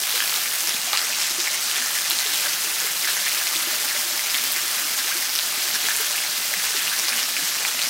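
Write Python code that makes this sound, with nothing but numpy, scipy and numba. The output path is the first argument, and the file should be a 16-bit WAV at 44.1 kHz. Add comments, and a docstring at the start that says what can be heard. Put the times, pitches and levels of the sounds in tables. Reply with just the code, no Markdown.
"""Thin streams of melt water fall from a rock overhang into a shallow pool, a few metres from a phone.
From the start, noise-burst slaps and thousands of damped, ringing bubbles merge into a splashing hiss
with single drops standing out. At about one second the phone tilts up and the balance of the rock
echoes changes; at five seconds an air pocket closes with a rising sine, a bloop. Four scattered
echoes return each drop, and a decaying noise tail adds a short wash throughout."""
import sys
import numpy as np
from scipy import signal
from scipy.fft import rfft, irfft, next_fast_len
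from scipy.io import wavfile
from scipy.ndimage import uniform_filter1d
from numba import njit

SR = 44100
rng = np.random.default_rng(int(sys.argv[2]) if len(sys.argv) > 2 else 0)


def master_out(mix):
    """Clip the mix to full scale and print it as 16-bit PCM to the path in sys.argv[1]."""
    frames = np.transpose(np.atleast_2d(mix))
    ceiling = np.clip(frames, -1, 1)
    pcm = np.round(ceiling * 32767).astype(np.int16)
    wavfile.write(sys.argv[1], SR, pcm)


N = 348163

# Echoes off the rock roof and wall. Each row: delay in seconds, level in dB while the phone looks
# down at the pool, level in dB once it looks up at the roof; both levels before random scatter.
ECHOES = [(.0066, -15, -3.5), (.0117, -10, -9.5), (0.0193, -3, -14), (.0257, -43, -14)]
TILT_START_S, TILT_END_S = 0.81, 1.23  # the phone tilts up
ROCK_SCATTER_S = .0004  # drops land at different spots: largest shift of an echo either way
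ROCK_SMEAR = 1.3  # rough stone draws the later echoes out by this factor
SMALL_FACE_HZ = 1490  # below this all faces but the broad far wall return less and less
SLAP_S = 0.00053  # time constant of an impact's fading amplitude
PINCH_S = 0.0003  # time a bubble takes to close, besides half its cycle


def undb(db):
    """Amplitude gain: a level in dB is twenty times its decimal logarithm."""
    return 10 ** (np.asarray(db) / 20)


def unit(x):
    """Normalises the mean power: scales to rms 1."""
    return x / np.sqrt(np.mean(x ** 2))


def curve(table, column):
    """Linear interpolation: one column of a table, sample by sample."""
    rows = np.array(table)
    return np.interp(np.arange(N) / SR, rows[:, 0], rows[:, column])


def walk(rate):
    """Low-passed noise: random levels held 1 / rate s and smoothed twice; spread near a half."""
    hold = int(SR / rate)
    steps = np.repeat(rng.standard_normal(N // hold + 1), hold)
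    return 0.63 * uniform_filter1d(uniform_filter1d(steps, hold), hold)[:N]


def colour(x, points):
    """Spectral shaping: replaces a sound's smooth spectrum by the (Hz, dB) points, at rms 1."""
    n = next_fast_len(N)
    spectrum = rfft(x, n)
    hz = np.maximum(np.arange(n // 2 + 1) * SR / n, 1)
    centres = 25 * 2 ** (np.arange(31) / 3)  # third octaves
    centres = centres[centres < SR / 2]
    power = [np.mean(np.abs(spectrum[(hz > c * .8) & (hz < c * 1.25)]) ** 2) for c in centres]
    own_db = np.interp(np.log(hz), np.log(centres), 10 * np.log10(power))
    points = np.array(points)
    want_db = np.interp(np.log(hz), np.log(points[:, 0]), points[:, 1])
    return unit(irfft(spectrum * undb(want_db - own_db), n)[:N])


def paths(s, db):
    """Multipath: start samples and levels of each drop, directly, then off the rock roof and wall."""
    chance = rng.random((len(s), 2 * len(ECHOES))) - .5
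    times, levels = [s], [db]
    for k, (delay_s, *tilt_db) in enumerate(ECHOES):
        times.append(s + delay_s + 2 * ROCK_SCATTER_S * chance[:, 2 * k])
        echo_db = np.interp(s, [TILT_START_S, TILT_END_S], tilt_db)
        levels.append(db + echo_db + 6 * chance[:, 2 * k + 1])
    return (np.concatenate(times) * SR).astype(np.int64), np.concatenate(levels)


def shower(count, spread_db, surge_db):
    """A random point process, few drops large and many small: time, level and two more chances each."""
    chance = rng.random((count, 4))
    s = chance[:, 0] * N / SR
    db = -spread_db * np.log(1 - .97 * chance[:, 1]) + surge_db[(s * SR).astype(int)]
    return s, db, chance[:, 2], chance[:, 3]


def slaps(s, db):
    """Impact noise: each hit on the surface is a brief burst whose power swells, then fades."""
    start, db = paths(s, db)
    power = np.bincount(start, undb(2 * db), N)[:N] + 1e-18
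    keep = np.exp(-2 / (SLAP_S * SR))
    power = signal.lfilter([np.e * (1 - keep)], np.convolve([1, -keep], [1, -keep]), power)
    return np.sqrt(np.abs(power)) * rng.standard_normal(N)


@njit
def ring(n, start, size, turn, cycles, glide, phase, pinch):
    """Damped oscillation: each bubble swells as it pinches off, then fades; its pitch climbs throughout."""
    out = np.zeros(n)
    for g in range(len(start)):
        rise = pinch + .5 / turn[g]
        fade = np.exp(-np.log(1000) * turn[g] / cycles[g])  # 60 dB over the given cycles
        length = int(rise + .7 * cycles[g] / turn[g])
        wave = size[g] * np.exp(1j * phase[g])
        step = np.exp(2j * np.pi * turn[g])
        bend = np.exp(2j * np.pi * turn[g] * glide / length)
        for i in range(min(length, n - start[g])):
            out[start[g] + i] += wave.imag * min(i / rise, 1.)
            wave *= step * (fade if i > rise else 1.)
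            step *= bend
    return out


def bubbles(s, db, hz, cycles, glide=0.096):
    """Bubble resonance: ringing drops, whose later echoes spread the same energy over more cycles."""
    start, db = paths(s, db)
    copies = len(ECHOES) + 1
    # long waves bend round the small faces; only the far wall (second echo) returns them
    small_face = np.repeat([0, 1, 0, 1, 1], len(s))
    db = db + small_face * np.tile(10 * np.log2(hz / SMALL_FACE_HZ).clip(None, 0), copies)
    smear = np.repeat([1., 1.] + [ROCK_SMEAR] * (copies - 2), len(s))
    turn = np.minimum(np.tile(hz / SR, copies), .4)  # cycles per sample
    phase = np.tile(2 * np.pi * rng.random(len(s)), copies)
    size = undb(db) / np.sqrt(smear)
    return ring(N, start, size, turn, np.tile(cycles, copies) * smear, 1. * glide, phase, PINCH_S * SR)


def patter(count, lo_hz, hi_hz, cycles, spread_db, surge_db):
    """Superposition: bubbles of countless smaller drops, pitched evenly per octave."""
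    s, db, pitch, length = shower(count, spread_db, surge_db)
    return unit(bubbles(s, db, lo_hz * (hi_hz / lo_hz) ** pitch, cycles * 2 ** (2 * length - 1)))


def spray():
    """Modulated noise: droplets too fine to hear alone, as octave bands that flicker on their own."""
    out = 0
    for hz in 60 * 2. ** np.arange(9):
        edges = [hz / np.sqrt(2), min(hz * np.sqrt(2), .45 * SR)]
        band = signal.butter(2, edges, "bp", fs=SR, output="sos")
        out = out + undb(0.6 * walk(14)) * signal.sosfilt(band, rng.standard_normal(N))
    return out


def streams():
    """Incoherent sum: impacts, ticks, plinks, fizz, plops and mist surge as the clumps land."""
    # Splash spectrum. Each row: frequency in Hz, relative power density in dB.
    splash = [(18, -70), (30, -68), (70, -47), (125, -19), (195, -11), (278, -15), (325, -11.5), (469, -12),
              (594, -7), (977, -5.5), (1300, -2), (1880, -3.5), (5360, 2), (7540, -0.5), (14500, -4),
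              (15700, -6.5)]
    swell_db = clumps()
    surge_db = 3.2 * swell_db + 1.22 * walk(20)  # most drops surge more than the mist

    s, db, _, _ = shower(count=3600, spread_db=3.0, surge_db=surge_db)
    hits = colour(slaps(s, db), splash)

    ticks = patter(count=9000, lo_hz=1210, hi_hz=9450, cycles=7.2, spread_db=1.5, surge_db=surge_db)
    ticks = signal.sosfilt(signal.butter(2, 8000, fs=SR, output="sos"), colour(ticks, splash))

    plinks = patter(count=4000, lo_hz=1537, hi_hz=6820, cycles=10.0, spread_db=2.0,
                    surge_db=2.4 * surge_db)
    plinks = signal.sosfilt(signal.butter(4, 1000, "hp", fs=SR, output="sos"), plinks)

    fizz = patter(count=20000, lo_hz=591.0, hi_hz=16460, cycles=13.0, spread_db=3.0, surge_db=surge_db)
    fizz = colour(fizz, splash)

    plops = patter(count=300, lo_hz=225.3, hi_hz=1337, cycles=35, spread_db=2.0,
                   surge_db=0.19 * surge_db)
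    mist = colour(spray(), splash) * undb(1.3 * swell_db)

    mix = undb(-5.0) * hits + undb(-4.5) * ticks + undb(-8.5) * plinks
    mix = mix + undb(-7.5) * fizz + undb(-28.0) * plops + undb(-8.5) * mist
    return mix * undb(-24)


def drops():
    """Resonance and impact: of the drops that stand out, small ones tick without bass, large ones plop."""
    # Single drops. Each row: start in seconds, level in dB (before the loss of fine drops),
    # initial bubble pitch in Hz.
    loud_drops = [(0.036, -13, 3160), (0.1053, -11, 3570), (0.14, -32, 482), (0.1508, -11, 3930),
                  (0.2029, -14, 1640), (0.2046, -8.5, 3030), (0.2216, -20, 2980), (0.2583, -20, 2350),
                  (0.2756, -11, 4300), (0.325, -20, 1280), (0.341, -7.5, 3850), (0.36, -30, 5280),
                  (0.381, -31, 726), (0.388, -20, 3980), (0.458, -14.5, 2300), (0.485, -12, 5800),
                  (0.5352, -20, 2050), (0.538, -10, 8800), (0.5626, -26, 1700), (0.606, -9, 6360),
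                  (0.635, -12, 6000), (0.638, -30, 942), (0.6736, -6, 5600), (0.6902, -18, 3720),
                  (0.7222, -13, 3460), (0.739, -36, 215), (0.767, -19, 2400), (0.874, -28, 717),
                  (0.892, -34, 684), (0.9312, -4, 3860), (0.933, -23, 800), (0.9335, -13, 2250),
                  (0.9328, -15, 1240), (0.942, -21, 1310), (0.951, -20, 1120), (0.962, -13, 2700),
                  (0.9735, -3.5, 4460), (1.016, -12, 5000), (1.096, -33, 617), (1.1258, -14, 2660),
                  (1.148, -18, 5500), (1.1876, -14, 5200), (1.2154, -12, 5030), (1.232, -13, 3220),
                  (1.383, -30, 360), (1.3947, -13, 4800), (1.404, -13, 5630), (1.455, -26, 1630),
                  (1.474, -12, 2100), (1.5454, -18, 2040), (1.713, -16, 2940), (1.7588, -15, 3200),
                  (1.822, -14.5, 1740), (1.861, -10.5, 5940), (1.956, -11, 11900), (2.1, -6, 14100),
                  (2.108, -6.5, 3900), (2.188, -9, 3880), (2.256, -34, 424), (2.263, -12, 3670),
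                  (2.3333, -12, 3830), (2.437, -24, 1860), (2.465, -31, 600), (2.533, -13, 6200),
                  (2.802, -11, 6450), (2.843, -33.5, 420), (3.025, -16, 4500), (3.0458, -13, 1940),
                  (3.052, -12, 5700), (3.0747, -12, 3890), (3.0738, -16, 1600), (3.085, -23, 1710),
                  (3.1523, -15, 5770), (3.167, -17, 1960), (3.168, -10, 6000), (3.26, -15, 3360),
                  (3.265, -13, 1900), (3.378, -16, 5000), (3.414, -22, 1550), (3.47, -9, 4430),
                  (3.471, -17, 2320), (3.476, -12, 5800), (3.5598, -13, 3430), (3.554, -34.5, 326),
                  (3.67, -32.5, 347), (3.73, -30.5, 620), (3.838, -28, 820), (3.9097, -19, 1740),
                  (3.948, -32, 590), (4.105, -38, 604), (4.1775, -13, 5300), (4.193, -16, 2100),
                  (4.238, -10.5, 5700), (4.2612, -20, 2320), (4.29, -46, 800), (4.299, -9.5, 4730),
                  (4.344, -16, 2160), (4.345, -9, 3300), (4.44, -7, 14100), (4.5204, -6, 14300),
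                  (4.816, -38, 319), (4.8954, -31, 1660), (4.9456, -23, 1610), (4.981, -21, 4830),
                  (5.005, -22, 1580), (5.152, -33.5, 354), (5.168, -14, 4300), (5.225, -21, 1830),
                  (5.247, -15, 6000), (5.294, -11, 5200), (5.333, -19, 3280), (5.353, -6, 5100),
                  (5.3894, -6.5, 3900), (5.4086, -26, 1840), (5.426, -16, 4200), (5.716, -40, 190.6),
                  (5.743, -11, 4460), (5.855, -15, 2990), (5.8863, -9, 1629), (5.9077, -15, 1700),
                  (5.9644, -7, 8600), (5.997, -33, 432), (6.0074, -6, 14280), (6.1438, -22, 1700),
                  (6.157, -15, 2396), (6.18, -15, 2660), (6.2382, -21, 2130), (6.248, -32, 770),
                  (6.353, -23, 3700), (6.514, -33, 590), (6.5388, -12.5, 1950), (6.567, -36, 190.5),
                  (6.746, -32.5, 390), (6.767, -12, 4270), (6.873, -11, 2720), (6.9715, -23, 1850),
                  (6.9905, -7, 5640), (7.0364, -22, 1960), (7.047, -12, 4460), (7.0833, -6, 4560),
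                  (7.1238, -14, 2360), (7.2303, -9, 5170), (7.3664, -10, 2295), (7.423, -37, 180),
                  (7.65, -10, 2250), (7.655, -25, 867), (7.744, -32, 620), (7.792, -14, 2610),
                  (7.8175, -9, 3925), (7.827, -13, 4820), (7.836, -12, 4500), (7.881, -24, 5540)]
    hard_cycles, cycles_per_db = 3.7, 0.9  # cycles to fade 60 dB at 0 dB; gentler drops ring longer
    longest_ring_s = 0.076  # large bubbles burst at the surface before they ring out
    fine_hz = 8000  # drops pitched above this count as fine
    slap_db, fine_slap_db = -6, -8.5  # impact level relative to the listed drop level
    mic_low_hz = 181

    s, db, hz = np.transpose(loud_drops)
    cycles = (hard_cycles - cycles_per_db * db).clip(2.5, longest_ring_s * hz)
    small = hz > 800
    fine = hz > fine_hz
    medium = small & ~fine

    # the finest drops hold little air: less ring, and a thin bright slap
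    fine_loss_db = 6 * np.log2(hz[small] / fine_hz).clip(0)
    ticks = bubbles(s[small], db[small] - fine_loss_db, hz[small], cycles[small])
    dull = signal.butter(1, 7000, fs=SR, output="sos")
    ticks = ticks + signal.sosfilt(dull, slaps(s[medium], db[medium] + slap_db))
    bright = signal.butter(2, 4000, "hp", fs=SR, output="sos")
    ticks = ticks + signal.sosfilt(bright, slaps(s[fine], db[fine] + fine_slap_db))
    ticks = signal.sosfilt(signal.butter(2, 750, "hp", fs=SR, output="sos"), ticks)

    plops = bubbles(s[~small], db[~small], hz[~small], cycles[~small], glide=0.056)
    # the small microphone takes up little of their thump
    return signal.sosfilt(signal.butter(4, mic_low_hz, "hp", fs=SR, output="sos"), ticks + plops)


def clumps():
    """Flow break-up: the streams break into clumps that land together, each a Gaussian swell in dB."""
    # Largest clumps. Each row: centre in seconds, swell in dB before each layer scales it.
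    landings = [(0.16, 1), (0.685, 0.5), (1.779, 0.5), (3.035, 0.5), (3.09, 1), (3.277, 0.5), (4.986, 1),
                (5.75, 0.8), (6.01, 0.44), (6.922, 1.1), (7.085, 0.5), (7.178, 1), (7.677, 1)]
    width_s = 0.0083  # standard deviation of a swell
    t = np.arange(N) / SR
    out = np.zeros(N)
    for s, db in landings:
        near = slice(max(int((s - .1) * SR), 0), int((s + .1) * SR))
        out[near] += db * np.exp(-.5 * ((t[near] - s) / width_s) ** 2)
    return out


def bloop():
    """Cavity resonance: a wavering sine climbs and grows as a large air pocket shrinks, then stops."""
    start_s, climb_s, ramp_s = 5.034, .088, .022  # the ramp fades the sine in and out
    low_hz, high_hz = 230, 1620
    start_db, peak_db = -43, -25  # before the wavering
    t = np.arange(N) / SR - start_s
    shrunk = (t / climb_s).clip(0, 1)
    hz = low_hz * (high_hz / low_hz) ** shrunk
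    db = start_db + (peak_db - start_db) * shrunk ** 5 + 4 * walk(120)
    gate = (t / ramp_s).clip(0, 1) * (1 - (t - climb_s) / ramp_s).clip(0, 1)
    return gate * undb(db) * np.sin(2 * np.pi * np.cumsum(hz) / SR)


def wash(water):
    """Reverberation: convolution with exponentially decaying noise, the wash under the overhang."""
    t60_s = 0.44  # time to decay by 60 dB
    t = np.arange(int(t60_s * SR)) / SR
    tail = rng.standard_normal(len(t)) * undb(-60 * t / t60_s) * np.minimum(t / 0.0011, 1)
    return undb(-11.5) * signal.fftconvolve(water, tail / np.sqrt(np.sum(tail ** 2)))[:N]


def scene():
    """Linear superposition: the water, and its wash under the overhang."""
    water = streams() + drops() + bloop()
    return (water + wash(water))[None]


def record(dry):
    """Directivity and saturation: aim shades the treble, loud peaks are rounded and the top is cut."""
    # The phone swings about and its body shades the treble. 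Each row: time in seconds, treble gain in dB.
    aim = [(0.0, 3), (0.57, 3.5), (1.26, -2.5), (2.59, 2.5), (4.77, 2.5), (7.46, 1), (7.9, -0.5)]
    top_hz = 15750
    treble = signal.sosfilt(signal.butter(2, 9000, "hp", fs=SR, output="sos"), dry)
    aimed = dry + (undb(curve(aim, 1)) - 1) * treble
    rounded = np.tanh(.6 * aimed) / .58
    return signal.sosfilt(signal.ellip(10, .2, 75, top_hz, fs=SR, output="sos"), rounded)


dry = scene()
out = record(dry)
master_out(out)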